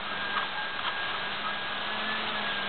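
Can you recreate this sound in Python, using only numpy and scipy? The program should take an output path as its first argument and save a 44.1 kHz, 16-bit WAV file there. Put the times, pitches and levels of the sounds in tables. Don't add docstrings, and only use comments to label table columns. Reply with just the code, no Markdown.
import sys
import numpy as np
from scipy import signal
from scipy.fft import rfft, irfft, next_fast_len
from scipy.io import wavfile
from scipy.ndimage import uniform_filter1d, map_coordinates

SR = 44100
rng = np.random.default_rng(int(sys.argv[2]) if len(sys.argv) > 2 else 0)


def volts_from_decibels(level):
    exponent = np.asarray(level, float) / 20
    return 10 ** exponent


def to_wav(sig):
    pcm = np.clip(np.atleast_2d(sig), -1, 1) * 32767
    pcm = np.round(pcm).astype(np.int16)
    wavfile.write(sys.argv[1], SR, pcm.T)


N = 118188
T = np.arange(N) / SR

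# time in seconds, shaft turns per second in Hz.
MOTOR_SPEED = [
    (0, 202.3),
    (.6, 201.9),
    (1, 203.1),
    (1.8, 204.8),
    (1.95, 212.5),
    (2.14, 217),
    (2.3, 214.3),
    (2.55, 202.5),
    (2.68, 199),
]
# time in seconds, level in dB.
WHINE_LEVEL = [(0, -56), (.12, -41.5), (.41, -34.5), (.5, -46.5), (.59, -36), (.85, -45), (1.01, -34),
               (1.14, -43.5), (1.28, -37.5), (1.39, -54), (1.49, -38.5), (1.72, -42.5), (1.85, -44),
               (2.13, -35), (2.25, -52), (2.36, -37), (2.5, -36), (2.68, -41.5)]
# time in seconds, level in dB.
HUM_LEVEL = [(0, -54), (.3, -50), (.55, -57.5), (1, -63), (1.15, -51.5), (1.72, -51.5), (1.86, -53),
             (1.96, -47.5), (2.42, -46), (2.5, -53.5), (2.68, -47)]
# time in seconds, depth in dB.
WHINE_NULLS = [
    (1.92, 3),
    (1.983, 8),
    (2.04, 10),
    (2.33, 9),
    (2.415, 7),
    (2.54, 6),
]
# multiple of shaft speed, level in dB under the hum, share of its fading (ratio).
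SHAFT_ORDERS = [(2, -7.5, 1.2), (3, -4, 1.14), (4, -3, 0.7), (6, -11.5, 0.9), (12, -4.5, 0.1),
                (16, -10.5, 0.1)]
# time in seconds, level in dB.
ROTOR_LEVEL = [(0.0, -39), (0.63, -37.5), (0.88, -38), (2.22, -36.5), (2.68, -35.5)]
# frequency in Hz, gain in dB.
RUSH_COLOUR = [(30, -19.5), (130, -9), (520, -6.5), (680, -2), (1270, 0), (1750, -2.5), (2300, -35.5),
               (3960, -120)]
# frequency in Hz, gain in dB.
HISS_COLOUR = [(1300, -34), (1800, -5), (2000, -2), (2500, -2), (3100, 0.5), (3700, -0.5), (4100, -2),
               (4400, -120)]
# pitch in Hz, width in Hz, level in dB,
# loudest moment in seconds, spread in seconds.
BUZZ_TONES = [(690, 50, -56, 1.9, 0.52), (846, 37, -41.5, .57, .07), (1274, 50, -42.5, .1, 0.06),
              (1283, 31, -41.5, 1.493, .06), (1301, 53, -44, 2.2, 0.26), (1478, 47, -49, 1.55, 0.58),
              (1777, 100, -51.5, 0.98, 0.3), (1299, 26, -48, 0.7, 0.051), (1560, 30, -51.5, 0.09, 0.28),
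              (810, 87, -48.5, 0.35, 0.13)]
# centre in seconds, level in dB, pitch in Hz, length in seconds, brightness in dB.
CREAK_EVENTS = [(0.343, -36, 1000, .012, -24.5), (0.363, -33.5, 1260, 0.0096, -20),
                (0.371, -23.5, 1247, 0.0036, -15.5), (.379, -27, 1140, .007, -6.5),
                (.395, -34, 1245, 0.017, -12.5), (0.431, -27.5, 1103, 0.0046, -8),
                (0.452, -40, 870, 0.024, -22.5), (0.794, -30.5, 1245, .006, -9.5),
                (0.856, -35.5, 1070, 0.018, -1), (0.87, -27, 1282, 0.0043, -10.5),
                (0.882, -32.5, 960, .011, 1), (0.892, -34, 1277, 0.011, -7.5),
                (1.145, -35, 1298, 0.023, -20.5), (1.465, -34, 1262, 0.025, -19.5),
                (1.706, -40, 1220, 0.065, -15.5)]

GEAR_TEETH, FLICKER_DB, NULL_S = 8, 2.2, 0.011
RUSH_GROWS = 0.42
SHELL_WIDTH_HZ, RASP = 570, 0.82
BRIGHT_HZ, BRIGHT_WIDTH_HZ, SCRAPE_DB = 3180, 570, -1
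ROOM_T60_S, ROOM_DB = 0.53, -9.5
SAMPLING_HZ, EDGE_HZ, EDGE_STEEP, OFFSET = 8000, 4084, 34.3, -0.0074


def unit(x):
    return x / np.sqrt(np.mean(x ** 2) + 1e-20)


def curve(rows):
    return np.interp(T, *np.transpose(rows))


def wobble(rate):
    knots = rng.standard_normal(int(N * rate / SR) + 4)
    return map_coordinates(knots, [T * rate])


def filtered(x, response):
    m = next_fast_len(N + SR // 2)
    return irfft(rfft(x, m) * response(np.fft.rfftfreq(m, 1 / SR)), m)[:N]


def resonance(hz, width_hz):
    return lambda f: 1j * f * width_hz / (hz * hz - f * f + 1j * f * width_hz)


def ringing_noise(shape, hz, width_hz):
    noise = rng.standard_normal(N)
    return unit(shape * filtered(noise, lambda f: resonance(hz, width_hz)(f) ** 2))


def motor():
    speed_hz = uniform_filter1d(curve(MOTOR_SPEED), 3000) + 0.15 * wobble(25)
    turns = 2 * np.pi * np.cumsum(speed_hz) / SR

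    nulls_db = sum(depth_db * np.exp(-0.5 * ((T - s) / NULL_S) ** 2) for s, depth_db in WHINE_NULLS)
    flicker_db = FLICKER_DB * np.clip(T - 1.5, 0.25, 1) * wobble(24)
    whine = volts_from_decibels(curve(WHINE_LEVEL) - nulls_db + flicker_db) * np.sin(GEAR_TEETH * turns)

    hum_db = curve(HUM_LEVEL)
    mean_db = hum_db.mean()
    hum = volts_from_decibels(hum_db + 1.5 * wobble(12)) * np.sin(turns)

    out = whine + hum
    for multiple, db, share in SHAFT_ORDERS:
        order_db = mean_db + db + share * (hum_db - mean_db) + 0.75 * wobble(18)
        out = out + volts_from_decibels(order_db) * np.sin(round(multiple) * turns + rng.uniform(0, 6))
    return np.sqrt(2) * out


def turbulence(colour, patchy_db):
    z = signal.stft(rng.standard_normal(N + 512), nperseg=512)[2]
    patches = uniform_filter1d(rng.standard_normal(z.shape), 4, 0)
    patches = uniform_filter1d(patches, 10, 1)
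    x = signal.istft(z * volts_from_decibels(patchy_db * unit(patches)), nperseg=512)[1][:N]
    f, db = np.transpose(colour)
    return unit(filtered(x, lambda hz: volts_from_decibels(np.interp(np.log(hz + 1), np.log(f + 1), db))))


def rotors():
    near_db = curve(ROTOR_LEVEL)
    mean_db = near_db.mean()
    shared_db = 0.91 * wobble(3.2) + 0.2 * wobble(14)
    rush_db = mean_db + RUSH_GROWS * (near_db - mean_db) + shared_db
    hiss_db = near_db + shared_db + 0.46 * wobble(55)
    rush = volts_from_decibels(rush_db) * turbulence(RUSH_COLOUR, patchy_db=0.07)
    hiss = volts_from_decibels(hiss_db) * turbulence(HISS_COLOUR, patchy_db=0.27)
    return rush + hiss


def buzz():
    out = np.zeros(N)
    for hz, width_hz, db, s, lasts in BUZZ_TONES:
        shape = np.exp(-0.5 * ((T - s) / lasts) ** 2)
        tone = ringing_noise(shape, hz, width_hz)
        out = out + volts_from_decibels(db) * np.sqrt(np.mean(shape ** 2)) * tone
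    return out


def room(x, wet_db):
    tail = rng.standard_normal(SR // 2) * volts_from_decibels(-60 * T[:SR // 2] / ROOM_T60_S)
    delayed = np.pad(x, (200, 0))
    return x + volts_from_decibels(wet_db) * signal.fftconvolve(delayed, tail / np.linalg.norm(tail))[:N]


def creaks():
    out = np.zeros(N)
    for s, db, hz, length, bright_db in CREAK_EVENTS:
        shape = np.exp(-0.5 * ((T - s) / (length / 2)) ** 2)
        tone = unit(shape * np.sin(2 * np.pi * hz * (T - s)))
        shell = tone + RASP * ringing_noise(shape, hz, SHELL_WIDTH_HZ)
        scrape = volts_from_decibels(SCRAPE_DB) * ringing_noise(shape, 1700, 2500)
        top = ringing_noise(shape, BRIGHT_HZ, BRIGHT_WIDTH_HZ) + scrape
        burst = unit(shell) + volts_from_decibels(bright_db) * top
        out = out + volts_from_decibels(db) * np.sqrt(np.mean(shape ** 2)) * burst
    return room(out, ROOM_DB)


def scene():
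    return (motor() + rotors() + buzz() + creaks())[None]


def low_pass(x):
    return signal.sosfilt(signal.butter(12, 5190, fs=SR, output="sos"), x)


def record(dry):
    below = filtered(dry[0], lambda hz: hz < SAMPLING_HZ / 2)
    mirrored = below * (1 + 2 * np.cos(2 * np.pi * SAMPLING_HZ * T))
    narrow = filtered(mirrored, lambda hz: 1 / (1 + (hz / EDGE_HZ) ** EDGE_STEEP) / (1 + (hz / 4400) ** 30))
    return low_pass(narrow[None] + OFFSET)


dry = scene()
out = record(dry)
to_wav(out)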